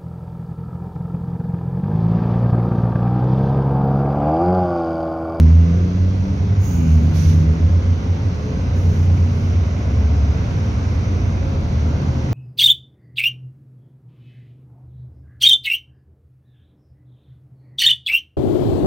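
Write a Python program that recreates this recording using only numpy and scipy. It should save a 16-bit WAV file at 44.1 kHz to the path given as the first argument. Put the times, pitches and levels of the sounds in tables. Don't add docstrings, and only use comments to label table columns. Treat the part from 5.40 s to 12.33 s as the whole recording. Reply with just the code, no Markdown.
import sys
import numpy as np
from scipy import signal
from scipy.fft import irfft, next_fast_len
from scipy.io import wavfile
from scipy.ndimage import uniform_filter1d

SR = 44100
rng = np.random.default_rng(int(sys.argv[2]) if len(sys.argv) > 2 else 0)


def transcribe(u):
    v = np.clip(np.atleast_2d(u).T, -1, 1)
    q = np.round(v * 32767).astype(np.int16)
    wavfile.write(sys.argv[1], SR, q)


def natural_amplitude(level_db):
    exponent = np.asarray(level_db, float) / 20
    return 10 ** exponent


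N = 305613
T = np.arange(N) / SR

# (pitch [Hz], level [dB])
HUM_LINES = [(388, -52), (428, -49), (528, -52)]

# (frequency [Hz], density [dB
# per Hz], left minus right [dB], likeness of the ports [-1..1])
ROAR_COLOUR = [(30, 8, 1, .96), (50, 10, -1, .98), (66, 18, -1, .98), (78, 23, -1, .98), (95, 19, -1, .99),
               (125, 14, 0, .99), (180, 11, 0, .99),
               (230.4, 11, 2.5, 1), (336, 1, -1, 0.52), (470, 2, 0, 0.85), (796, -5, .5, -0.024),
                (990, -5.5, 0.5, -0.25), (1320, -9, 3.5, -0.35), (1486, -9.5, -1, 0.086),
                (1850, -15, -4, -0.37),
               (2050, -12, -4.5, 0), (2600, -16, -4, .1), (3020, -17.5, -2, -0.14),
               (4890, -20, -3.5, 0.086), (5340, -20.5, 0, 0.65), (5940, -16.5, -2, 1),
               (6470, -25, -8, 0.69), (6910, -32.5, -17, 0.1), (7200, -38, -7, .5), (8200, -40.5, -2, .65),
               (8300, -42, -3, 0.071), (11100, -40, -5.5, 0.63), (12800, -47, -8.5, 0.41),
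               (15200, -46, 6, 0.27)]
# (time [s], swell [dB])
TRAFFIC_SWELL = [(0, 1), (.6, -1.5), (1.2, -1.5), (1.8, 1.5), (2.7, -0.5), (4, 1.07), (5, 2), (6.1, 0.5),
                 (6.93, 1.2)]
# (level [dB], share of the swell [0..1], creep [dB/s])
ROAR_LAYERS = [(0, 0.13, 0.4256), (-0.8, 0.56, 0.1738), (0, .9, 0.045), (-1.3, .4, 0.1)]

# (middle [s], pitch [Hz], half length [s],
# level [dB])
PASSING_CARS = [(.4, 476, 0.14, -40), (1.404, 69.3, 0.21, -26.5), (2.103, 74.7, 0.33, -21.5),
                (3.1, 428, 0.062, -37.5), (3.649, 80.76, .3, -22.5), (3.52, 148.6, .14, -29.5),
                (3.55, 231.7, .1, -33), (3.95, 238.2, 0.12, -34.5), (4.0, 110.2, 0.12, -29.5),
                (4.2, 71.2, 0.12, -20.5), (4.72, 72.57, 0.2, -14.5), (5.0, 149.5, 0.17, -30),
                (5.5, 67.9, .27, -27), (6.15, 545, .16, -42.5), (6.2, 79.5, 0.18, -20.5),
                (6.2, 33.3, .09, -32), (6.65, 76.5, 0.35, -24.5), (6.65, 148, 0.05, -27),
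                (6.75, 133.3, .19, -25.5), (6.85, 238.6, 0.078, -33)]

# (time [s], firing rate [Hz], boom of the 3rd multiple [dB])
IDLE_CURVE = [(0, 29.35, -26), (.4, 29.25, -27), (1.05, 28.86, -22.5), (1.4, 28.9, -24.5),
              (1.75, 29.15, -16), (2.45, 29.84, -19), (2.8, 30.05, -22.5), (2.95, 29.93, -39),
              (3.2, 30, -20), (3.85, 29.6, -15), (4.2, 29.76, -20.5), (4.55, 29.82, -25.5),
              (5.25, 29.69, -23), (6.0, 29.78, -21.5), (6.2, 29.97, -35), (6.93, 29.63, -40.5)]
# (multiple of the firing rate [1], level [dB])
IDLE_MULTIPLES = [(1, -46), (1.5, -47), (2, -32), (4, -33), (5, -34), (6, -41), (7, -41), (8, -41),
                  (9, -46), (10, -47)]
REST_DB, REST_FOLLOWS = -1, 0.18

# (opens [s], attack [s], hold [s], jet [dB], opening [-1 narrow, thin .. 1 wide, rushing])
PUFFS = [
    (1.13, 0.13, .1, -56, -0.69),
    (1.438, 0.046, .05, -61, .5),
    (1.6, 0.033, 0.089, -66.5, .2),
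    (1.712, 0.044, 0.14, -53.5, .8),
    (3.312, .05, 0.28, -65.5, .1),
    (3.678, 0.089, 0.28, -70, 0.4),
]
# (over the jet [dB], tilt [dB per unit of opening], dying [dB/s])
VENT_BANDS = [(0.5, 0, 99.5), (-1.5, -7.5, 111.5), (5.5, -6, 69), (4, 4, 68.5), (4, 7, 98)]
LEAK_DB, LEAK_DB_PER_S = -11.5, 41.5
VALVE_PAN_DB = -8

# (time [s], firing rate [Hz], load [dB], bark on the upper multiples [dB])
PULL_AWAY = [(0, 78.59, -8, 1.5), (.15, 81.86, -6.5, -9.5), (.3, 84.87, -11, -1), (.52, 89.91, -14, -5.5),
             (.9, 96.44, -18, 3), (1.16, 99.2, -16, -7), (1.27, 95.37, -18.5, -10), (1.36, 84.7, -26.5, 8),
             (1.5, 79.27, -10, -2), (1.75, 77.95, -17.5, 2), (2.02, 79, -20, 8.5),
             (2.3, 81.77, -15.5, -5.5), (3.0, 86.95, -25.5, 2), (4.0, 95.84, -30, 0), (5.0, 107, -23, 0),
             (5.5, 110.8, -23.5, 1), (6.0, 117.5, -32, -2), (6.93, 123.2, -28, 2.5)]
# (level at the pipe [dB], extra fading once it recedes [dB/s], left minus right [dB], lag [rad])
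EXHAUST_STACK = [(0, 0.5, -1.3, 0.067), (-6.5, 5, 0, .03), (-14, 14, 0, 0.72), (-23, 11, 3.7, 0.66),
                 (-32, 7, 1.5, 1)]
RECEDES_S = 2.08
# (frequency [Hz], gain [dB])
WALL_GAIN = [(78, -0.5), (98, -2), (158, 0.5), (190, -1.5), (245, 0.5), (285, -4.5), (325, -0.5), (390, -6)]

# (from [Hz], to [Hz], patch height [Hz], share dropped left [0..1], right [0..1])
TREBLE_HOLES = [(6950, 7300, 350, .9, .15), (7300, 8250, 480, .95, .6), (8250, 8900, 330, .5, .2),
                (8900, 15000, 190, .33, .2), (15000, 15800, 400, .4, .1)]


def columns(table):
    s, *values = np.transpose(table)
    return [np.interp(T, s, v) for v in values]


def walk(rate):
    k = int(SR / rate)
    held = np.repeat(rng.standard_normal(N // k + 1), k)
    return 1.62 * uniform_filter1d(uniform_filter1d(held, k), k)[:N]


def band(lo_hz, hi_hz, likeness, edge=.06):
    size = next_fast_len(N)
    first = int(lo_hz * (1 - 2 * edge) * size / SR)
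    hz = np.arange(first, int(hi_hz * (1 + 2 * edge) * size / SR)) * SR / size
    above_lo = np.tanh(np.log(hz / lo_hz) / edge * 2)
    above_hi = np.tanh(np.log(hz / hi_hz) / edge * 2)
    shape = np.sqrt((above_lo - above_hi) / 2)
    grain = rng.standard_normal((2, len(hz))) + 1j * rng.standard_normal((2, len(hz)))
    bins = np.zeros((2, size // 2 + 1), complex)
    bins[:, first:first + len(hz)] = shape * grain
    mid, side = (v / v.std() for v in irfft(bins, size)[:, :N])
    c = np.clip(likeness, -.99, .99)
    return (np.sqrt(1 + c) * mid + np.sqrt(1 - c) * side * np.array([[1], [-1]])) / np.sqrt(2)


def ports(pan_db):
    return natural_amplitude(np.array([pan_db / 2, -pan_db / 2]).reshape(2, -1))


def tone(turns, db, lag=0.):
    return np.sqrt(2) * natural_amplitude(db) * np.sin(2 * np.pi * turns - np.array([[0], [lag]]))


def hum():
    out = 0
    for hz, db in HUM_LINES:
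        turns = np.cumsum(hz * (1 + .008 * walk(4))) / SR
        out = out + tone(turns, db + 3.5 * walk(6), .6)
    return out


def roar(phase):
    traffic_db = columns(TRAFFIC_SWELL)[0]
    boom_db, rumble_db, body_db, spray_db = (
        db + share * traffic_db + creep * T for db, share, creep in ROAR_LAYERS)
    hz, *colours = np.transpose(ROAR_COLOUR)
    third_octaves = 29 * 2 ** np.arange(0, 5.0, 1 / 3)
    finer_bands = 970 * 2 ** np.arange(0, 4.01, 1 / 7)
    edges = np.concatenate([third_octaves, finer_bands])
    shake = 1 + .07 * np.cos(2 * np.pi * phase)
    out, swell = 0, walk(1.9)
    for lo, hi in zip(edges[:-1], edges[1:]):
        middle = np.log(lo * hi) / 2
        density_db, pan_db, likeness = [np.interp(middle, np.log(hz), v) for v in colours]
        if lo < 300:
            drive_db = boom_db
        elif lo < 750:
            drive_db = rumble_db
        else:
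            drive_db = body_db if lo < 3000 else spray_db
        flicker_db = .25 * swell + (1.1 if lo < 750 else .7) * walk(5)
        gain = natural_amplitude(density_db - 63.0 + 10 * np.log10(hi - lo) + drive_db + flicker_db)
        if 300 < lo < 3000:
            gain = gain * shake
        out = out + gain * ports(pan_db) * band(lo, hi, likeness, .04)
    return out


def cars():
    out = 0
    for s, hz, half, db in PASSING_CARS:
        passing = np.exp(-((T - s) / half) ** 2 / 2)
        out = out + passing * tone(hz * (T - s), db, 0.093)
    return out


def idle():
    hz, boom_db = columns(IDLE_CURVE)
    rest_db = REST_DB + REST_FOLLOWS * (boom_db - boom_db.mean())
    turns = np.cumsum(hz * (1 + .001 * walk(6))) / SR
    out = ports(-1.1) * tone(3 * turns + 0.33, boom_db + 2.2 * walk(13), .12)
    for order, db in IDLE_MULTIPLES:
        out = out + tone(order * turns + rng.random(), db + rest_db + 2.5 * walk(3), .03)
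    return out, turns % 1


def squeal():
    swell = np.exp(-((T - 1.48) / .1) ** 2 / 2)
    return natural_amplitude(-49.0) * swell * ports(VALVE_PAN_DB) * band(2200, 2850, .2, .08)


def air():
    out = squeal()
    noises = (band(8200, 13300, .9, 0.071), band(13300, 15700, .8, .03), band(6200, 6850, .55, .04),
              band(5500, 6400, .5, .05), band(1200, 5900, .26))
    flutter = natural_amplitude(0.67 * walk(25)) * ports(VALVE_PAN_DB)
    for (db, per_opening, dying), noise in zip(VENT_BANDS, noises):
        power = 0
        for s, attack, hold, jet_db, opening in PUFFS:
            rise = np.clip((T - s) / attack, 0, 1) ** 2
            shut = np.maximum(T - s - attack - hold, 0)
            fall = natural_amplitude(-dying * shut) ** 2 + natural_amplitude(LEAK_DB - LEAK_DB_PER_S * shut) ** 2
            power = power + (rise * natural_amplitude(jet_db + db + per_opening * opening)) ** 2 * fall
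        out = out + flutter * np.sqrt(power) * noise
    return out


def neighbour():
    hz, load_db, bark_db = columns(PULL_AWAY)
    turns = np.cumsum(hz * (1 + .0015 * walk(14))) / SR
    start = (.66, .8, .3, .6, .1)
    wall_hz, wall_db = np.transpose(WALL_GAIN)
    receding_s = np.maximum(T - RECEDES_S, 0)
    out = 0
    for k, (db, fade, pan_db, lag) in enumerate(EXHAUST_STACK):
        pipe_db = load_db + (k > 0) * bark_db + db
        heard_db = pipe_db - fade * receding_s + np.interp((k + 1) * hz, wall_hz, wall_db)
        unsteady_db = (1.2 + .5 * k) * walk(11)
        out = out + ports(pan_db) * tone((k + 1) * turns + start[k], heard_db + unsteady_db, lag)
    return out


def patchy_treble(x):
    hz, s, cells = signal.stft(x, SR, nperseg=1024)
    frame = np.arange(len(s)) // 5
    keep = np.ones(cells.shape)
    for lo, hi, height, *share in TREBLE_HOLES:
        rows = (hz >= lo) & (hz < hi)
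        patch = ((hz[rows] - lo) / height).astype(int)
        luck = rng.random((2, int((hi - lo) / height) + 1, len(s) // 5 + 1))
        luck = luck[:, patch][:, :, frame]
        keep[:, rows] = luck > np.reshape(share, (2, 1, 1))
    return signal.istft(cells * keep, SR, nperseg=1024)[1][:, :N]


def scene():
    engine, phase = idle()
    return neighbour() + engine + cars() + roar(phase) + air() + hum()


def band_limit(x):
    return signal.sosfilt(signal.butter(12, 15770, fs=SR, output="sos"), x)


def record(dry):
    rounded = np.tanh(1.031 * dry) / 1.052
    return band_limit(patchy_treble(rounded))


dry = scene()
out = record(dry)
transcribe(out)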